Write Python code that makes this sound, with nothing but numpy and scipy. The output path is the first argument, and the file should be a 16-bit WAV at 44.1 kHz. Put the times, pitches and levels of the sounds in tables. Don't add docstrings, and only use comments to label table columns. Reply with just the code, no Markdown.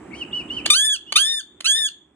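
import sys
import numpy as np
from scipy import signal
from scipy.fft import rfft, irfft, next_fast_len
from scipy.io import wavfile
from scipy.ndimage import uniform_filter1d, map_coordinates

SR = 44100
rng = np.random.default_rng(int(sys.argv[2]) if len(sys.argv) > 2 else 0)


def convert_level_to_amplitude(level_db):
    exponent = np.asarray(level_db, float) / 20
    return 10 ** exponent


def generate_wav(signal):
    frames = np.transpose(np.atleast_2d(signal))
    scaled = np.clip(frames, -1, 1) * 32767
    pcm = np.round(scaled).astype(np.int16)
    wavfile.write(sys.argv[1], SR, pcm)


N = 94815

# freq_hz, level_db
HUM_SPECTRUM = [(20, -60), (60, -2), (110, -9.5), (340, 3), (480, -12), (1000, -15), (2400, -25),
                (4500, -42)]
# freq_hz, level_db
AIR_SPECTRUM = [(4000, -39), (6000, -23.5), (8000, -9.5), (10500, -45), (11500, -60), (16000, -75)]
# time_s, pitch_hz, level_db
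WHISTLE_TRACKS = [
    [(0.128, 2168, -38), (0.142, 2232, -41), (0.152, 2830, -44.5), (0.174, 3156, -49), (0.196, 3152, -47),
     (0.22, 2888, -28), (0.245, 2336, -44)],
    [(0.327, 2835, -19.5), (0.335, 2875, -29), (0.361, 2981, -29), (0.395, 2897, -32), (0.425, 2285, -42.5)],
    [(0.496, 2765, -43), (0.506, 2844, -29.5), (0.54, 3104, -36.5), (0.562, 3071, -42), (0.572, 3053, -24),
     (0.582, 2859, -33), (0.612, 2292, -41.5)],
    [(0.647, 2692, -35), (0.657, 2799, -28.5), (0.663, 2923, -36.5), (0.691, 3063, -40),
     (0.703, 3024, -28.5), (0.729, 3038, -36), (0.745, 2921, -22)],
    [(1.062, 2738, -43), (1.102, 2991, -26), (1.116, 2994, -48), (1.124, 3019, -37), (1.14, 3024, -28.5),
     (1.158, 3100, -20), (1.19, 2931, -29)],
]
# freq_hz, level_db
WHISTLE_HISS = [(2500, -29.5), (4500, 6), (7000, -7.5), (9000, 0.5), (11000, -24), (12000, -60)]
# start_s, level_db of the first pulse, loss_per_pulse_db (negative: pulses grow)
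CLICK_EVENTS = [
    (0.6587, -13, -5),
    (1.1223, 0.5, -1.5),
    (1.6052, -6.5, -1.5),
]
# time_s, pitch_hz, level_db
CALL_TRACKS = [
    [(0.7, 1249, -15), (0.71, 1193, -25), (0.732, 1194, -23.5), (0.758, 1513, -21.5), (0.798, 1652, -19),
     (0.858, 1769, -20), (0.938, 1651, -20), (0.958, 1425, -32), (0.968, 1282, -33)],
    [(1.154, 1215, -17.5), (1.162, 1172, -13), (1.19, 1553, -21), (1.218, 1641, -18.5), (1.252, 1750, -21),
     (1.308, 1829, -22.5), (1.388, 1765, -22.5), (1.404, 1604, -29), (1.414, 1340, -35.5)],
    [(1.643, 1438, -11), (1.651, 1219, -26.5), (1.661, 1375, -14.5), (1.677, 1585, -17.5),
     (1.703, 1653, -11), (1.785, 1830, -20), (1.865, 1680, -17.5), (1.881, 1561, -32), (1.892, 1316, -26.5)],
]
# centre_hz, width_hz, level_db
THROAT_PEAKS = [(1243, 350, -13), (3259, 682, 2.5), (4468, 240, 4.5), (5454, 170, -6.5), (6450, 500, -4.5),
                (8210, 1700, -8), (9346, 1800, -6.5), (13500, 3200, -15)]
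# freq_hz, t60_s
ROOM_T60 = [(1000, 0.43), (2400, 0.34), (3400, 0.44), (4500, .25), (5500, 0.19), (7000, 0.35),
            (12000, 0.13)]
# freq_hz, likeness_0_to_1
PORT_LIKENESS = [(60, 0.97), (300, 1), (700, 0.2), (2000, 0.99), (3200, 0.067), (4500, 0.35), (16000, 1)]
# freq_hz, left_over_right_db
FAR_BALANCE = [(2200, 17), (2700, 8), (3100, 6.5), (4500, 1.5)]
# freq_hz, level_db
MIC_RESPONSE = [(400, 1), (10600, 2), (11400, -14.5), (13000, -11.5), (15500, -20), (16200, -63)]
# freq_hz, left_over_right_db
PORT_BALANCE = [(60, 0), (700, -5), (1500, -0.5), (3100, -11), (3600, 5.5), (5300, -4.5), (6000, 0.5),
                (16000, -0.5)]
# freq_hz, left_lead_rad
PORT_LEAD = [(100, 0), (1900, .1), (2500, 2), (4000, 2), (5000, 3.1), (8300, 6.3), (12000, 9.4),
             (16000, 12.8)]
# time_s, gain_db
GAIN_TRACK = [(0, -1.5), (.66, 0), (.7, 0.5), (0.718, -7.5), (0.778, -16), (1.0, -18.5), (1.131, -12),
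              (1.178, -15), (1.4, -22.5), (1.601, -14.5), (1.7, -22), (1.899, -20.5), (2.15, -20.5)]

HUM_DB, AIR_DB, SWELL_DB, SWELL_RATE_HZ = -40.5, -66.5, -0.5, 14
WHISTLE_DB, WHISTLE_EDGE_S, OCTAVE_DB, WHISTLE_HISS_DB = 3.5, .008, -60, -57
FLICK_S, FLICK_DB, FLICKS_UNTIL_S = .02, -46, .6
FLICK_START, FLICK_SPAN = .86, .44
CLICK_PULSES, CLICK_GAP_S, CLICK_DB = 4, .00175, 10.5
PUFF_SAMPLES, PUFF_GAIN, PUFF_DB = 350, 0.17, 11.5
CALL_DB, ATTACK_S, RELEASE_S, FLUTTER_DB = 17, .008, .003, 2.5
JITTER, RASP_JITTER = .0005, .016
BREATH, RASP, RASP_S = .002, .4, .008
GLIDE_RASP_HZ_PER_S = 25000
PITCH_SMOOTH_SAMPLES = 450
FAR_LEAD_S, FAR_WET_DB, FAR_WALL_DB, FAR_WALL_S = -0.000049, -9, -5.5, 0.01
NEAR_WET_DB, NEAR_WALL_DB, NEAR_WALL_S = -18, -10, 0.015
CEILING = .92
HALF_EACH = np.array([[.5], [-.5]])


def unit(x):
    return x / np.sqrt(np.mean(x ** 2) + 1e-20)


def along(points, hz):
    f, v = np.transpose(points)
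    return np.interp(np.log(hz + 1), np.log(f + 1), v)


def wobble(rate_hz, size):
    knots = rng.standard_normal(int(size * rate_hz / SR) + 4)
    return map_coordinates(knots, [np.arange(size) * rate_hz / SR])


def filtered(x, response):
    m = next_fast_len(N + SR // 2)
    return irfft(rfft(x, m) * response(np.fft.rfftfreq(m, 1 / SR)), m)[..., :N]


def coloured(size, spectrum):
    return unit(filtered(rng.standard_normal(size), lambda f: convert_level_to_amplitude(along(spectrum, f))))


def resonances(peaks):
    def response(f):
        total = 0
        for k, (c, w, db) in enumerate(peaks):
            total = total + (-1) ** k * convert_level_to_amplitude(db) * 1j * f * w / (c * c - f * f + 1j * f * w)
        return total
    return response


def fade(t, length_s, rise_s, fall_s):
    ramp = np.minimum(t / rise_s, (length_s - t) / fall_s)
    return np.sin(np.pi / 2 * np.clip(ramp, 0, 1)) ** 2


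def spread(pair):
    def mid_side(hz):
        turn = np.arccos(np.clip(along(PORT_LIKENESS, hz), -1, 1)) / 2
        return np.array([np.cos(turn), np.sin(turn)])
    mid, side = filtered(pair, mid_side)
    return np.array([mid + side, mid - side])


def floor():
    hum = coloured((2, N), HUM_SPECTRUM)
    air = coloured((2, N), AIR_SPECTRUM)
    return spread(convert_level_to_amplitude(HUM_DB + SWELL_DB * wobble(SWELL_RATE_HZ, N)) * hum + convert_level_to_amplitude(AIR_DB) * air)


def flick(first_hz):
    t = np.arange(round(FLICK_S * SR)) / SR
    hz = first_hz * (FLICK_START + FLICK_SPAN * t / FLICK_S)
    return convert_level_to_amplitude(FLICK_DB) * fade(t, FLICK_S, 0.0047, 0.001) * np.sin(2 * np.pi * np.cumsum(hz) / SR)


def whistles():
    out = np.zeros(N)
    hiss = coloured(N, WHISTLE_HISS)
    for track in WHISTLE_TRACKS:
        times, *cols = np.transpose(track)
        start_s, length_s = times[0], times[-1] - times[0]
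        t = np.arange(round(length_s * SR)) / SR
        hz, db = [uniform_filter1d(np.interp(t + start_s, times, c), size=250, mode="nearest") for c in cols]
        phase = 2 * np.pi * np.cumsum(hz) / SR
        tone = convert_level_to_amplitude(db + WHISTLE_DB) * np.sin(phase) + convert_level_to_amplitude(OCTAVE_DB) * np.sin(2 * phase)
        at = round(start_s * SR)
        span = slice(at, at + len(t))
        out[span] += fade(t, length_s, WHISTLE_EDGE_S, WHISTLE_EDGE_S) * tone
        out[span] += convert_level_to_amplitude(WHISTLE_HISS_DB) * fade(t, length_s, 0.022, 0.014) * hiss[span]
        if start_s < FLICKS_UNTIL_S:
            lead_in = flick(hz[0])
            out[at - len(lead_in):at] += lead_in
    return out


def clicks():
    out = np.zeros(N)
    pulse = np.arange(CLICK_PULSES)
    t = np.arange(PUFF_SAMPLES) / SR
    for start_s, db, loss_db in CLICK_EVENTS:
        at = np.round((start_s + CLICK_GAP_S * pulse) * SR).astype(int)
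        puff = fade(t, t[-1], 0.00057, .003) * rng.standard_normal(PUFF_SAMPLES)
        out[at[0]:at[0] + PUFF_SAMPLES] += PUFF_GAIN * convert_level_to_amplitude(db - loss_db + PUFF_DB) * puff
        out[at] += convert_level_to_amplitude(db + CLICK_DB - loss_db * pulse)
    mouth = [(1500, 2600, -8)]
    return filtered(out, lambda f: resonances(THROAT_PEAKS)(f) + resonances(mouth)(f))


def calls():
    out = np.zeros(N)
    throat = resonances(THROAT_PEAKS)
    breath = unit(filtered(rng.standard_normal(N), lambda f: throat(f) * f ** 4 / (f ** 4 + 2200 ** 4)))
    k = np.arange(1, 14)[:, None]
    for track in CALL_TRACKS:
        times, *cols = np.transpose(track)
        t = np.arange(round((times[-1] - times[0]) * SR)) / SR
        hz, db = [np.interp(t + times[0], times, c) for c in cols]
        hz = uniform_filter1d(hz, size=PITCH_SMOOTH_SAMPLES, mode="nearest")
        glide = np.gradient(hz) * SR / GLIDE_RASP_HZ_PER_S
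        hoarse = np.exp(-t / RASP_S) + np.clip(glide, 0, 1) ** 2
        hz = hz * (1 + (JITTER + RASP_JITTER * hoarse) * wobble(400, len(t)))
        phase = 2 * np.pi * np.cumsum(hz) / SR
        flutter = convert_level_to_amplitude(FLUTTER_DB * np.array([wobble(50.3, len(t)) for _ in k]))
        shape = throat(k * hz) * flutter * (k * hz < 16000)
        tone = (shape * np.exp(1j * k * phase)).real.sum(0)
        tone = tone / np.sqrt((abs(shape) ** 2).sum(0) / 2)
        at = round(times[0] * SR)
        span = slice(at, at + len(t))
        noise = breath[span] * (1 + np.cos(phase))
        voice = tone + (BREATH + RASP * hoarse) * noise
        out[span] = convert_level_to_amplitude(db + CALL_DB) * fade(t, t[-1], ATTACK_S, RELEASE_S) * voice
    return out


def room(x, wall_db, wall_s, wet_db):
    size = SR // 2
    lag = np.arange(size) / SR
    walls = rng.normal(0, 1, (2, size)) * (rng.random((2, size)) < .03)
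    walls = walls * np.exp(-lag / wall_s) * (lag > .0006)
    hz, t, z = signal.stft(rng.standard_normal((2, size)), SR, nperseg=256)
    decay = convert_level_to_amplitude(-60 * t / along(ROOM_T60, hz)[:, None])
    tail = signal.istft(z * decay, SR, nperseg=256)[1][:, :size]
    answer = convert_level_to_amplitude(wall_db) * walls / np.linalg.norm(walls[0])
    answer = answer + convert_level_to_amplitude(wet_db) * tail / np.linalg.norm(tail[0])
    return x + spread(signal.fftconvolve(x[None], answer, axes=1)[:, :N])


def far_side(x):
    def ports(f):
        difference = 2j * np.pi * f * FAR_LEAD_S + np.log(convert_level_to_amplitude(along(FAR_BALANCE, f)))
        return np.exp(HALF_EACH * difference)
    return filtered(x, ports)


def scene():
    far = far_side(room(whistles(), FAR_WALL_DB, FAR_WALL_S, FAR_WET_DB))
    near = room(clicks() + calls(), NEAR_WALL_DB, NEAR_WALL_S, NEAR_WET_DB)
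    return floor() + far + near


def top_cut(x):
    return signal.sosfilt(signal.butter(12, 16010, fs=SR, output="sos"), x)


def record(dry):
    def ports(f):
        level_db = along(MIC_RESPONSE, f) + HALF_EACH * along(PORT_BALANCE, f)
        return convert_level_to_amplitude(level_db) * np.exp(1j * HALF_EACH * along(PORT_LEAD, f))
    x = filtered(dry, ports)
    x = x * convert_level_to_amplitude(np.interp(np.arange(N) / SR, *np.transpose(GAIN_TRACK)))
    x = x / (1 + abs(x / CEILING) ** 10) ** (1 / 10)
    return top_cut(x)


dry = scene()
out = record(dry)
generate_wav(out)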